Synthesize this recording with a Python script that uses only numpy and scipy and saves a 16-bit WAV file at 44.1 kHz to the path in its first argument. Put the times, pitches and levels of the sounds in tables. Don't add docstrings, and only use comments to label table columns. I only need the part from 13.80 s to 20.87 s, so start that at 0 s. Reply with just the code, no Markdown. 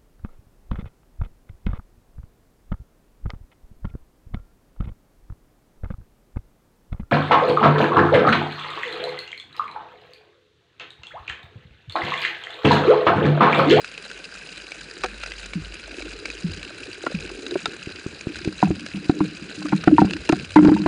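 import sys
import numpy as np
from scipy import signal
from scipy.fft import rfft, irfft
from scipy.io import wavfile
from scipy.ndimage import uniform_filter1d

SR = 44100
rng = np.random.default_rng(int(sys.argv[2]) if len(sys.argv) > 2 else 0)


def to_wav(sig):
    pcm = np.clip(np.atleast_2d(sig), -1, 1) * 32767
    pcm = np.round(pcm).astype(np.int16)
    wavfile.write(sys.argv[1], SR, pcm.T)


def boost(x):
    u = np.asarray(x, float) / 20
    return 10 ** u


N = 311787
UPPER_BOOM_HZ = 306.1


def rms_one(x):
    return x / np.sqrt(np.mean(x ** 2) + 1e-20)


def drift(rate):
    pole = np.exp(-80 * np.pi * rate / SR)
    noise = rng.standard_normal(N // 40 + 2002)
    slow = signal.lfilter([1], [1, -2 * pole, pole * pole], noise)[2000:]
    return np.interp(np.arange(N) / 40, np.arange(len(slow)), rms_one(slow))


def resonance(x, hz, width):
    r = np.exp(-np.pi * width / SR)
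    poles = [1, -2 * r * np.cos(2 * np.pi * hz / SR), r * r]
    return signal.lfilter([(1 - r * r) / 2, 0, (r * r - 1) / 2], poles, x + 1e-18)


def through(x, body):
    return sum((-1) ** k * boost(db) * resonance(x, hz, width) for k, (hz, width, db) in enumerate(body))


def add(out, s, sound):
    i = round(s * SR)
    out[i:i + len(sound)] += sound[:N - i]


def dying(t60, rise):
    t60 = max(t60, 0.004)
    t = np.arange(round((t60 + 0.02) * SR)) / SR
    shape = (1 - np.exp(-t / max(rise, 1e-4))) ** 2 * boost(-60 * t / t60)
    return t, shape / shape.max()


def sine(hz, t):
    return np.sin(2 * np.pi * hz * t)


def grains(per_s, spread_db, clump_db):
    sizes = boost(spread_db * np.minimum(rng.exponential(1, N), 3.2)) * rng.choice([-1, 1], N)
    chance = per_s * boost(clump_db * drift(8)) / SR
    return sizes * (rng.random(N) < chance)


def bubbles(per_s, low_hz, high_hz, cycles):
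    born = grains(per_s, spread_db=7.0, clump_db=3.5)
    dealt = rng.integers(0, 12, N)
    rings = 0
    for k, hz in enumerate(np.geomspace(low_hz, high_hz, 12)):
        soft = resonance(born * (dealt == k), hz, hz / cycles)
        rings = rings + resonance(soft, hz, 1.67 * hz / cycles)
    return rms_one(rings)


# (t/s, upper boom level/dB, lower booms base level/dB, base ring t60/s)
HOUSING_KNOCKS = [(3.268, -18.5, -43, 0.02), (4.827, -11, -8.5, 0.087), (4.904, -13.5, -32, 0.07),
                  (5.14, -28, -21.5, 0.12), (5.175, -33, -35, 0.15), (5.252, -29, -33, 0.058),
                  (5.2959, -3.5, -20, 0.028), (5.346, -25, -46, 0.12), (5.4072, -9.5, -17, 0.12),
                  (5.618, -31, -29, 0.07), (5.775, -29, -31.5, 0.49), (5.925, -11, -11.5, 0.098),
                  (6.074, -1, -10.5, 0.045), (6.186, -6.5, -12, 0.079), (6.217, -2.5, -8, 0.068),
                  (6.244, -17.5, -16, 0.15), (6.496, -3, -29, 0.033), (6.526, -2.5, -15.5, 0.026),
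                  (6.761, 14, -12, 0.12), (6.824, -10, -9.5, 0.12), (6.847, 6.5, -21, 0.13),
                  (6.884, 10, -25, 0.055), (6.916, -4, -28, 0.11), (6.994, -21, -17, 0.16),
                  (7.033, -24, -36, 0.21), (7.06, -11, -39, 0.085)]
# (f/Hz, level/dB against the base, share of the base ring time)
LOW_MODES = [(194, 0, 1.3), (164.3, -7.5, 2.1)]
FULL_SWING_DB = -2.0


def knocks():
    out = np.zeros(N)
    for s, upper_db, lower_db, t60 in HOUSING_KNOCKS:
        t, shape = dying(t60, rise=0.0016)
        swing = np.minimum(boost(upper_db) * shape, boost(FULL_SWING_DB))
        add(out, s, swing * sine(UPPER_BOOM_HZ, t))
        for low_hz, db, share in LOW_MODES:
            t, shape = dying(share * t60, rise=0.0061)
            add(out, s, boost(lower_db + db) * shape * sine(low_hz, t))
    return out


# (t/s, pressure swing peak level/dB)
HOUSING_SHOVES = [(3.883, -28.5), (4.072, -21.5), (4.263, -17), (4.47, -13.5), (4.675, -10.5), (4.905, -7),
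                  (5.2952, -6.5), (5.407, -14), (6.074, -16), (6.246, -9), (6.527, -13), (6.848, -16.5),
                  (6.886, -9), (7.06, -12.5)]
SHOVE_WIDTH_S, SHOVE_BOOM_DB, SHOVE_BOOM_T60_S = 0.00087, 1.5, 0.011


def shoves():
    out = np.zeros(N)
    t, shape = dying(SHOVE_BOOM_T60_S, rise=0.0028)
    u = (t - 0.0028) / SHOVE_WIDTH_S
    swing = -u * np.exp((1 - u * u) / 2)
    boom = boost(SHOVE_BOOM_DB) * shape * sine(UPPER_BOOM_HZ, t)
    for s, db in HOUSING_SHOVES:
        add(out, s, boost(db) * (swing + boom))
    return out


# (t/s, main tone peak level/dB, f/Hz, clatter drive level/dB)
PART_PINGS = [(1.236, -20, 1215, 1), (1.245, -15, 743, -4), (2.079, -33.5, 624, -40), (2.13, -38, 670, -41),
              (2.205, -30, 573, -41), (2.905, -35, 600, -22), (3.239, -22, 533, -23),
              (3.265, -18.5, 1168, 1.5), (3.319, -23, 524, -30), (3.499, -35, 1020, -13),
              (3.756, -11, 558, -6.5), (3.8565, -20, 1340, -5.5), (4.827, -7, 745, -5.5),
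              (4.8275, -7, 975, -21), (4.872, -24.5, 750, -33), (4.906, -30, 740, -20),
              (5.296, -15.5, 738, -9.5), (5.405, -14, 990, -5.5), (5.818, -33, 796, -14.5),
              (5.855, -30, 1210, -11.5), (5.921, -26, 730, -0.5), (5.929, -14.5, 853, -7.5),
              (6.036, -25.5, 1250, -15), (6.075, -11.5, 734, 3.5), (6.113, -19.5, 584, -21),
              (6.182, -1, 937, -5.5), (6.217, -6.5, 774, -14), (6.244, -24, 733, -13),
              (6.491, -13.5, 620, 6), (6.527, -12, 730, -2), (6.76, -4, 923, 3), (6.767, -5, 917, -9),
              (6.788, -13.5, 560, -13), (6.789, -16.5, 986, -14), (6.824, -33.5, 790, -11),
              (6.853, -17.5, 900, -13), (6.895, -15.5, 840, -31), (6.964, -19.5, 908, -24),
              (7.06, -15.5, 713, 3.5)]
# (f/Hz, t60/s)
PING_DECAY = [(540, 0.014), (730, 0.042), (850, 0.024), (930, 0.057), (1000, 0.012), (1200, 0.037)]
# (f/Hz, width/Hz, level/dB)
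LOOSE_PARTS = [(676, 400, -6), (1100, 162, -4.5), (1370, 90, 0), (1830, 1460, -17)]
PING_OVERTONE, PING_OVERTONE_DB = 1.926, -17


def pings():
    out, burst = np.zeros(N), np.zeros(N)
    noise = rng.standard_normal((len(PART_PINGS), 8000))
    for (s, db, hz, clatter_db), row in zip(PART_PINGS, noise):
        t60 = np.interp(hz, *np.transpose(PING_DECAY))
        t, shape = dying(t60, rise=0.00035)
        add(out, s, boost(db) * shape * sine(hz, t))
        t, shape = dying(t60 / PING_OVERTONE, rise=0.00034)
        add(out, s, boost(db + PING_OVERTONE_DB) * shape * sine(PING_OVERTONE * hz, t))
        t, shape = dying(0.75 * t60, rise=0.00096)
        add(burst, s, boost(clatter_db) * shape * row[:len(t)])
    return out + through(burst, LOOSE_PARTS)


def rattle(shaking):
    envelope = uniform_filter1d(np.abs(shaking), size=200)
    chatter = rms_one(through(grains(1500, spread_db=16.0, clump_db=3.5), LOOSE_PARTS))
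    return boost(-24.0) * envelope * chatter


# (t/s, upper tone level/dB, lower tone level/dB), before the flutter
BARREL_GLUGS = [(1.754, -17, -38.5), (2.642, -17, -30.5), (3.342, -18, -39)]
# (delay/s, first f/Hz, last f/Hz, t60/s, rise/s)
GLUG_PAIR = [(0, 212, 148, 0.15, 0.0018), (0.043, 91, 86, 0.25, .013)]
# (t/s, peak level/dB before the flutter, f/Hz, t60/s, rise/s)
SINGLE_NOTES = [(1.241, -19.5, 480, 0.075, 0.0007), (1.243, -18.5, 368, 0.044, 0.0012),
                (1.769, -28, 311, .074, 0.0049), (3.689, -32, 365, .055, .0047),
                (3.715, -22.5, 348, 0.085, 0.0059), (3.756, -12.5, 380, 0.04, .002),
                (4.609, -28.5, 365, .036, .003), (4.654, -23.5, 334, 0.094, 0.002),
                (4.86, -26.5, 88.2, 0.23, 0.026), (5.847, -17, 291, 0.094, 0.0038),
                (6.089, -17, 304, 0.22, 0.006), (6.118, -2.5, 309, 0.054, 0.039),
                (6.77, -24, 2110, .06, 0.0036)]


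def glugs_and_notes():
    out, wobble, flutter = np.zeros(N), drift(34), boost(1.8 * drift(45))
    tones = []
    for s, *levels in BARREL_GLUGS:
        for db, (delay, *rest) in zip(levels, GLUG_PAIR):
            tones.append((s + delay, db, *rest))
    for s, db, hz, t60, rise in SINGLE_NOTES:
        tones.append((s, db, hz, hz, t60, rise))
    for s, db, first_hz, last_hz, t60, rise in tones:
        t, shape = dying(t60, rise)
        slide = last_hz + (first_hz - last_hz) * np.exp(-t / 0.02)
        hz = slide * (1 + 0.03 * wobble[round(s * SR):][:len(t)])
        phase = 2 * np.pi * np.cumsum(hz) / SR
        add(out, s, boost(db) * shape * np.sin(phase))
    return out * flutter


def wake(jolts):
    settle = boost(-120 / (0.5 * SR))
    return np.sqrt(signal.lfilter([1 - settle], [1, -settle], jolts ** 2))


# (t/s, level/dB)
BUBBLE_STREAM = [(0, -53), (1.2, -50), (1.9, -53), (2.15, -40.5), (2.9, -45.5), (3.3, -40.5), (3.76, -35.5),
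                 (4.0, -49), (5.0, -52.5), (5.6, -44.5), (7.07, -61)]


def gurgle(stirred):
    stream = boost(np.interp(np.arange(N) / SR, *np.transpose(BUBBLE_STREAM)))
    return (stream + boost(-27.5) * stirred) * bubbles(350, 278.6, 454, cycles=5.5)


def slosh(stirred):
    return (boost(-56.5) + boost(-17.5) * stirred) * bubbles(260, 139, 224, cycles=4.3)


def murmur(stirred):
    booms = [(UPPER_BOOM_HZ, 30, 0.0)] + [(hz, 25, db - 4.5) for hz, db, share in LOW_MODES]
    return boost(-12) * stirred * rms_one(through(bubbles(400, 132, 374, cycles=2.9), booms))


# (t/s, level/dB)
FLOW_RUMBLE = [(0, -81), (1.7, -55), (3.0, -55.5), (4.1, -54), (4.35, -46.5), (4.7, -49), (5.1, -54),
               (5.6, -56.5), (6.2, -40.5), (6.65, -48), (6.85, -35.5), (7.07, -47)]


def rumble():
    level = boost(np.interp(np.arange(N) / SR, *np.transpose(FLOW_RUMBLE)))
    return level * bubbles(160, 55, 105, cycles=5.4)


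def water(shaking, notes):
    boom_wake = wake(shaking)
    return gurgle(boom_wake) + slosh(wake(shaking + notes)) + murmur(boom_wake) + rumble()


# (t/s, level/dB before the burst and tone offsets, strongest f/Hz)
LOUD_SNAPS = [(0.0447, -15, 1490), (0.1774, -19.5, 2540), (0.3137, -19, 1510), (0.9186, -18.5, 2300),
              (1.236, -9, 1380), (1.2427, -9.5, 1420), (1.2595, -18, 1650), (1.4351, -14, 1400),
              (1.4606, -16, 1530), (1.5183, -17, 2020), (1.734, -16, 2300), (2.2215, -19.5, 2290),
              (2.4549, -10.5, 2290), (2.501, -16, 2490), (2.849, -20.5, 2730), (3.13, -20, 4660),
              (3.2656, -29, 1350), (3.35, -18, 2490), (3.6648, -15, 3910), (3.7095, -17.5, 3870),
              (3.8566, -7, 3700), (3.9338, -23, 1530), (4.4093, -20.5, 2490), (4.5568, -18, 1500),
              (4.6469, -13, 2550), (4.995, -19, 2610), (5.0625, -14.5, 1670), (5.8845, -18, 1540),
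              (6.039, -13.5, 1470), (6.0727, -23, 1430), (6.2108, -17, 2680), (6.308, -12.5, 2600),
              (6.334, -12, 2730), (6.366, -17, 1460), (6.491, -3.5, 2750), (6.5227, -8.5, 1370),
              (6.597, -17.5, 2660), (6.6467, -19.5, 2650), (6.7577, -16, 1410), (6.8492, -15.5, 1550)]
# (f/Hz, width/Hz, level/dB); the crackle rescales the widths
WALL = [(480, 208, -7), (1550, 240, -2), (2543, 462, -2), (4015, 356, -5.5), (4778, 365, -6.5),
        (6500, 1790, -16), (9530, 170, -19)]


def snaps():
    burst, tone = np.zeros(N), np.zeros(N)
    noise = rng.standard_normal((len(LOUD_SNAPS), 2000))
    for (s, db, hz), row in zip(LOUD_SNAPS, noise):
        t, shape = dying(0.02, rise=0.000037)
        add(burst, s, boost(db + 3) * shape * row[:len(t)])
        add(tone, s, boost(db - 8.5) * shape * sine(hz, t))
    return through(burst, WALL) + tone


def crackle():
    born = np.abs(grains(150, spread_db=-2.0, clump_db=3.0))
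    noise, out = rng.standard_normal((2, N)), 0
    fade, swell = boost(-60 / (0.010 * SR)), np.exp(-1 / (0.0009 * SR))
    for k, (hz, width, db) in enumerate(WALL):
        colour = rng.random(N) ** 3.0
        smear = signal.lfilter([1], np.convolve([1, -fade], [1, -swell]), born * colour)
        bed = boost(2.0 * drift(31))
        band = resonance((rms_one(smear) + bed) * noise[k % 2], hz, 4.2 * width)
        out = out + boost(db) * resonance(band, hz, 0.93 * width)
    return rms_one(out)


# (t/s, time to the fade/s, level/dB rms)
DEEP_SWELLS = [(.3, 0.073, -57), (0.523, 0.064, -54), (.72, .12, -59), (0.938, 0.1, -54),
               (1.18, .55, -44.5), (1.765, 0.16, -39.5), (2.0, 0.12, -46), (2.155, 0.21, -43.5),
               (2.43, .15, -46), (2.65, 0.18, -46), (3.3, 0.26, -47)]
HUM_HZ, HUM_REST_DB, HUM_EDGE_S = 49, -62.5, 0.062


def hum():
    t, level = np.arange(N) / SR, boost(HUM_REST_DB)
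    for s, length, db in DEEP_SWELLS:
        nearest_end = np.minimum(t - s, s + length + HUM_EDGE_S - t)
        level = level + boost(db) * np.clip(nearest_end / HUM_EDGE_S, 0, 1) ** 2
    return level * np.sqrt(2) * np.sin(2 * np.pi * HUM_HZ * t + 0.69 * drift(3))


# (f/Hz, relative level/dB)
HISS_SPECTRUM = [(35, -42.5), (60, -9), (90, 7), (125, 1.5), (170, 12.5), (479, 3), (890, -0.5),
                 (1460, 10.5), (1920, 6), (2650, 6.5), (3500, -24), (4830, -26.5), (10000, -48),
                 (13000, -51), (22000, -120)]


def hiss():
    hz, db = np.transpose(HISS_SPECTRUM)
    bins = np.maximum(np.fft.rfftfreq(N, 1 / SR), 1)
    gain = boost(np.interp(np.log(bins), np.log(hz), db))
    return rms_one(irfft(rfft(rng.standard_normal(N)) * gain, N))


def scene():
    booms, notes = knocks() + shoves(), glugs_and_notes()
    housing = booms + notes + rattle(booms) + pings()
    sea = water(booms, notes) + snaps() + boost(-40.5) * crackle()
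    return (housing + sea + hum() + boost(-50.5) * hiss())[None]


def roll_off(x):
    return signal.sosfilt(signal.butter(12, 10410, fs=SR, output="sos"), x)


def record(dry):
    flattened = np.clip(dry, -1, 1)
    low_pass = signal.ellip(10, 1, 60, 10080, fs=SR, output="sos")
    mix = signal.sosfilt(low_pass, flattened)
    return roll_off(mix)


dry = scene()
out = record(dry)
to_wav(out)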